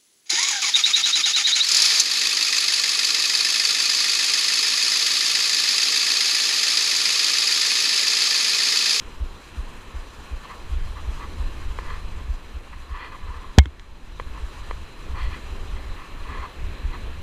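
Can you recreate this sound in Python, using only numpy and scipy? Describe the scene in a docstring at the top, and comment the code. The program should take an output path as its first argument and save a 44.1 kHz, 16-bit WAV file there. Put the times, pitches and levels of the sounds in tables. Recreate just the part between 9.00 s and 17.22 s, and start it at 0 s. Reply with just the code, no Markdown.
"""A sandy beach: surf washes in while an angler works a fishing reel just in front of a body-worn camera.
Gusts and soft bumps, probably footsteps, rumble in the camera case; something like a sleeve rubs and
ticks against it. Midway the reel snaps into gear: clutch and gears click, and a jolt runs down the rod.
The jolt overloads the microphone, and the limiter ducks the surf for a moment."""
import sys
import numpy as np
from scipy import signal
from scipy.fft import rfft, irfft
from scipy.io import wavfile
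from scipy.ndimage import uniform_filter1d, minimum_filter1d

SR = 44100
rng = np.random.default_rng(int(sys.argv[2]) if len(sys.argv) > 2 else 0)


def digitize_waveform(pressure):
    """Quantize a signal to 16-bit integers and store it at the path in sys.argv[1].

    Rows of a 2-D input are taken as channels; values are limited to [-1, 1].
    """
    field = np.atleast_2d(pressure).T
    bounded = np.clip(field, -1, 1)
    quanta = np.round(bounded * 32767).astype(np.int16)
    wavfile.write(sys.argv[1], SR, quanta)


N = 362502
TIME = np.arange(N) / SR


def amp(db):
    """Decibels to gain."""
    return 10 ** (np.asarray(db) / 20)


def unit_rms(x):
    """Scales to rms 1."""
    return x / np.sqrt(np.mean(x ** 2) + 1e-20)


def drift(count, span):
    """Noise averaged over span points, rms 1."""
    return unit_rms(uniform_filter1d(rng.standard_normal(count), size=span))


def spectrum_db(spectrum, hz):
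    """Interpolates a spectrum over log frequency."""
    f, db = np.transpose(spectrum)
    return np.interp(np.log(hz + 1), np.log(f), db)


def shaped(x, spectrum):
    """Filters by a spectrum, rms 1."""
    gain = amp(spectrum_db(spectrum, np.fft.rfftfreq(len(x), 1 / SR)))
    return unit_rms(irfft(rfft(x) * gain, len(x)))


def band(x, centre_hz, spread_oct):
    """Broad band-pass, rms 1."""
    octaves = np.log2((np.fft.rfftfreq(len(x), 1 / SR) + 1) / centre_hz)
    return unit_rms(irfft(rfft(x) / (1 + (octaves / spread_oct) ** 2), len(x)))


def low_pass(x, hz):
    """Steep band limit."""
    return signal.oaconvolve(x, signal.firwin(401, hz, window="blackman", fs=SR), "same")


def swell(peak_s, rise_s, fall_s):
    """Two-sided Gaussian hump, height 1."""
    return np.exp(-((TIME - peak_s) / np.where(TIME < peak_s, rise_s, fall_s)) ** 2)


def ring(modes, rise_s):
    """Modes that build up after a blow, then decay."""
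    t = np.arange(SR // 3) / SR
    onset = (1 - np.exp(-t / rise_s)) ** 2
    return onset * sum(amp(db) * np.sin(2 * np.pi * hz * t) * 1000 ** (-t / t60) for hz, db, t60 in modes)


def snap(spectrum):
    """Minimum-phase click with this spectrum, peak 1."""
    log_gain = np.log(amp(spectrum_db(spectrum, abs(np.fft.fftfreq(SR // 3, 1 / SR)))))
    click = np.fft.ifft(np.exp(np.conj(signal.hilbert(log_gain)))).real
    return click / abs(click).max()


def add(mix, at_s, sound):
    """Mixes a sound in at at_s."""
    part = mix[max(round(at_s * SR), 0):][:len(sound)]
    part += sound[:len(part)]


def blows(rows, sound):
    """Plays one sound at each row's time and peak level."""
    out = np.zeros(N)
    for at_s, db in rows:
        add(out, at_s, amp(db) * sound / abs(sound).max())
    return out


# Case resonances for airborne sound: f/Hz, width/Hz, boost/dB
CASE_PEAKS = [(1092, 180, 3.5), (1760, 150, 5), (2550, 440, 2), (4043, 350, 8.5), (4970, 370, 5.5),
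              (5930, 310, 6.5), (6900, 840, 4), (8330, 380, 3.5), (10380, 680, 4)]

def wash(spectrum, patchy_db, flicker_db):
    """Water noise with drifting patches and splashy flicker, heard through the case."""
    frames, hz = N // 256 + 5, np.fft.rfftfreq(1024, 1 / SR)
    real, imag, patches = rng.standard_normal((3, frames, len(hz)))
    patches = unit_rms(uniform_filter1d(uniform_filter1d(patches, size=14, axis=0), size=16, axis=1))
    flicker = drift(frames, 4)[:, None]
    case_db = sum(db / (1 + (2 * (hz - f) / width) ** 2) for f, width, db in CASE_PEAKS)
    gain = amp(spectrum_db(spectrum, hz) + case_db + patchy_db * patches + flicker_db * flicker)
    bins = (real + 1j * imag) * gain
    return unit_rms(signal.istft(bins.T, nperseg=1024, noverlap=768)[1][:N])


# Breaker and foam spectra: f/Hz, level/dB
ROAR_SPECTRUM = [(60, 0), (130, 0.5), (200, 0.5), (330, 0.5), (520, -3), (700, -8.5), (1000, -8),
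                 (1500, -11), (2600, -10), (4200, -19), (5000, -36)]
FOAM_SPECTRUM = [(300, -22), (1000, 4.5), (1500, -0.5), (2000, -11), (3200, -3.5), (3650, -13), (4300, -13),
                 (4600, -12.5), (5500, -15.5), (7500, -14.5), (9200, -20), (11000, -21), (12500, -25),
                 (15000, -28)]
# Waves running up the sand: crest t/s, rise/s, fall/s, roar level/dB, foam level/dB
WAVE_SWELLS = [(.8, 1.8, 0.6, -53, -51.5), (2.45, 1.04, 0.59, -47, -49), (5.5, 0.21, 0.39, -50, -51),
               (6.35, 0.27, 0.55, -45, -50.5), (7.55, .6, 1.5, -44.5, -56)]

def surf(roar_floor_db=-47.5, foam_floor_db=-52.5, cutoff_hz=15300):
    """Each wave swells the roar of the breakers and the fizz of the foam."""
    roar_power, foam_power = amp(roar_floor_db) ** 2, amp(foam_floor_db) ** 2
    for crest_s, rise_s, fall_s, roar_db, foam_db in WAVE_SWELLS:
        wave = swell(crest_s, rise_s, fall_s)
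        roar_power += amp(roar_db) ** 2 * wave
        foam_power += amp(foam_db) ** 2 * wave
    roar = np.sqrt(roar_power) * wash(ROAR_SPECTRUM, patchy_db=1.44, flicker_db=0.38)
    fizz = np.sqrt(foam_power) * wash(FOAM_SPECTRUM, patchy_db=0.9, flicker_db=1.3)
    return low_pass(roar + fizz, cutoff_hz)


# Wind rumble: f/Hz, level/dB
WIND_SPECTRUM = [(8, 1), (22, 3.5), (40, 0), (65, -2), (85, -6), (110, -19), (150, -20.5), (300, -43),
                 (700, -86)]
# Gusts: peak t/s, half-length/s, level/dB
WIND_GUSTS = [(1.89, 0.18, -26), (2.643, 0.47, -30), (3.11, 0.18, -31.5), (3.794, 0.031, -36.5),
              (4.5, 0.53, -36.5), (5.306, 0.23, -32), (5.757, 0.075, -30.5), (6.196, 0.1, -22.5),
              (6.677, 0.17, -30), (6.9, 0.083, -30), (7.276, .1, -29), (7.673, 0.057, -27),
              (8.02, 0.17, -27.5)]

def wind(breeze_db=-42, lumpy_db=2.5):
    """Eddies press on the case in uneven lumps; gusts ride on a steady breeze."""
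    gust_power = sum(amp(db) ** 2 * swell(peak_s, half_s, half_s) for peak_s, half_s, db in WIND_GUSTS)
    strength = np.sqrt(amp(breeze_db) ** 2 + gust_power)
    lumps = amp(lumpy_db * drift(N, 3000))
    return strength * shaped(rng.standard_normal(N) * lumps, WIND_SPECTRUM)


# Camera mount modes: f/Hz, level/dB, t60/s
MOUNT_MODES = [(59.8, 7, 0.073), (28.4, -9, 0.18)]
# Bumps: t/s, level/dB
BUMP_HITS = [(.2, -16.5), (.57, -19), (.938, -22), (1.31, -21), (1.705, -17), (2.068, -17), (2.385, -17.5),
             (3.28, -15.5), (3.54, -22.5), (3.9, -22), (4.28, -24), (5.415, -21), (6.225, -33), (6.5, -23),
             (7.83, -16.5)]

def bumps():
    """Soft bumps, probably footsteps, sway the camera on its mount."""
    return blows(BUMP_HITS, ring(MOUNT_MODES, rise_s=0.061))


# Camera case modes: f/Hz, level/dB, t60/s
CASE_MODES = [(468, 2, 0.015), (1046, 6.5, 0.014), (1140, -5, 0.02), (1762, -1, .016), (1959, 1, 0.015),
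              (2350, -5, 0.017), (3206, -0.5, 0.01), (4280, -2.5, 0.011)]
# Cloth strokes: middle t/s, half-length/s, level/dB, centre f/Hz
CLOTH_STROKES = [(1.449, 0.032, -39, 1250), (1.514, 0.057, -39.5, 1350), (1.982, 0.044, -38.5, 1300),
                 (2.231, 0.078, -36, 1060), (2.904, 0.17, -37.5, 1600), (3.194, 0.041, -41, 1300),
                 (3.737, 0.029, -42, 1510), (3.959, 0.11, -40.5, 1300), (4.041, 0.11, -36.5, 1850),
                 (4.136, 0.058, -39, 1380), (4.352, 0.37, -44, 1190), (5.37, 0.054, -43, 1100),
                 (6.171, 0.056, -36, 1070), (6.233, 0.12, -39.5, 2590), (6.341, 0.078, -38, 2060),
                 (6.778, 0.093, -46.5, 1840), (7.001, 0.11, -42, 1410), (7.355, 0.24, -39, 1540),
                 (7.436, 0.085, -39.5, 1170), (7.943, 0.057, -39, 1270)]

def rubbing(grain_db=3, uneven_db=1.5, spread_oct=1.0):
    """Tiny slips of cloth ring the case; each stroke hisses around its own pitch."""
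    slips = rng.standard_normal(N) * amp(grain_db * np.minimum(rng.exponential(1, N), 5))
    catch = amp(uneven_db * drift(N, 700))
    rasp = signal.oaconvolve(slips * catch, ring(CASE_MODES, rise_s=0.00014))
    out = np.zeros(N)
    for middle_s, half_s, db, centre_hz in CLOTH_STROKES:
        start_s = middle_s - half_s
        stroke = np.hanning(int(2 * half_s * SR)) ** 2
        hiss = band(rasp[int(start_s * SR):][:len(stroke)], centre_hz, spread_oct)
        add(out, start_s, amp(db) * stroke * hiss)
    return out


# Case ticks: t/s, level/dB
TICK_HITS = [(2.7868, -17), (5.1975, -17), (5.7095, -17)]

def ticks(cutoff_hz=2600, decay_s=0.0061):
    """The plastic case ticks bluntly in its mount, which damps it quickly."""
    tick = signal.lfilter(*signal.butter(2, cutoff_hz, fs=SR), ring(CASE_MODES, rise_s=0.0018))
    damping = np.exp(-np.arange(len(tick)) / SR / decay_s)
    return blows(TICK_HITS, tick * damping)


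# Crack of a click: f/Hz, level/dB
CRACK_SPECTRUM = [(200, -22), (500, 8), (800, 9.5), (1300, 2.5), (1700, 6), (2100, 2.5), (2700, -8.5),
                  (3300, 10), (4400, -9), (6300, -5), (8500, -9), (15000, -22)]
# Reel metal modes: f/Hz, level/dB, t60/s
REEL_MODES = [(2160, -30, 0.088), (3220, -43, 0.074)]
# Clutch and gear clicks: t/s, level/dB, high-pass f/Hz, low-pass f/Hz
REEL_CLICKS = [(4.579, -25, 300, 6000), (4.5856, 10.5, 200, 6060), (4.5868, 14, 200, 5400),
               (4.591, -2, 600, 4030), (4.597, -11.5, 1000, 6100), (4.638, -24, 1500, 3500),
               (4.657, -10, 1500, 4000), (4.7965, -16, 2500, 4500)]

def reel(crack_db=-2, rattle_s=0.0024, rattle_db=-16):
    """Each click is a short crack, a brief gear rattle and a faint metal ring."""
    out, metal = np.zeros(N), ring(REEL_MODES, rise_s=0.00018)
    t = np.arange(len(metal)) / SR
    crack = amp(crack_db) * snap(CRACK_SPECTRUM)
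    for at_s, db, bass_hz, treble_hz in REEL_CLICKS:
        noise = shaped(rng.standard_normal(len(t)), CRACK_SPECTRUM)
        rattle = amp(rattle_db) * np.exp(-t / rattle_s) * noise
        click = signal.lfilter(*signal.butter(2, treble_hz, fs=SR), crack + rattle + metal)
        click = signal.lfilter(*signal.butter(2, bass_hz, "high", fs=SR), click)
        add(out, at_s, amp(db) * click)
    return out


# Clutch jolts: t/s, level/dB, settled f/Hz, t60/s
CLUTCH_JOLTS = [(4.5795, 18.5, 68.3, 0.094), (4.655, -11, 280, 0.045), (4.657, -10, 68.4, .12)]

def jolts(sweep_hz=690, settle_s=0.00168, rise_s=0.018):
    """A bending wave runs down the rod, high frequencies first, and settles into a low boom."""
    out, t = np.zeros(N), np.arange(SR // 3) / SR
    for at_s, db, hz, t60 in CLUTCH_JOLTS:
        cycles = np.cumsum(hz + sweep_hz * np.exp(-t / settle_s)) / SR
        envelope = (1 - np.exp(-t / rise_s)) * 1000 ** (-t / t60)
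        add(out, at_s, amp(db) * envelope * np.sin(2 * np.pi * cycles))
    return out


def scene():
    """All sources at one microphone."""
    return (surf() + wind() + bumps() + rubbing() + ticks() + reel() + jolts())[None]


def record(dry, threshold_db=-3.5, hold_s=0.4, recovery_db_per_s=25, attack_s=0.008, cutoff_hz=16500):
    """Limiter with hold and recovery, soft clipping of peaks that outrun it, then a band limit."""
    level = uniform_filter1d(abs(dry[0]), size=300)
    over_db = np.maximum(20 * np.log10(abs(level) + 1e-9) - threshold_db, 0)
    half_hold = int(hold_s * SR) // 2
    held_db = -minimum_filter1d(-over_db, 2 * half_hold + 1, origin=half_hold)
    ramp_db = recovery_db_per_s * TIME
    cut_db = np.maximum.accumulate(held_db + ramp_db) - ramp_db
    pole = np.exp(-1 / (attack_s * SR))
    ducked = dry[0] / amp(signal.lfilter([1 - pole], [1, -pole], cut_db))
    clipped = ducked / (1 + ducked ** 4) ** (1 / 4)
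    return low_pass(clipped, cutoff_hz)[None]


dry = scene()
out = record(dry)
digitize_waveform(out)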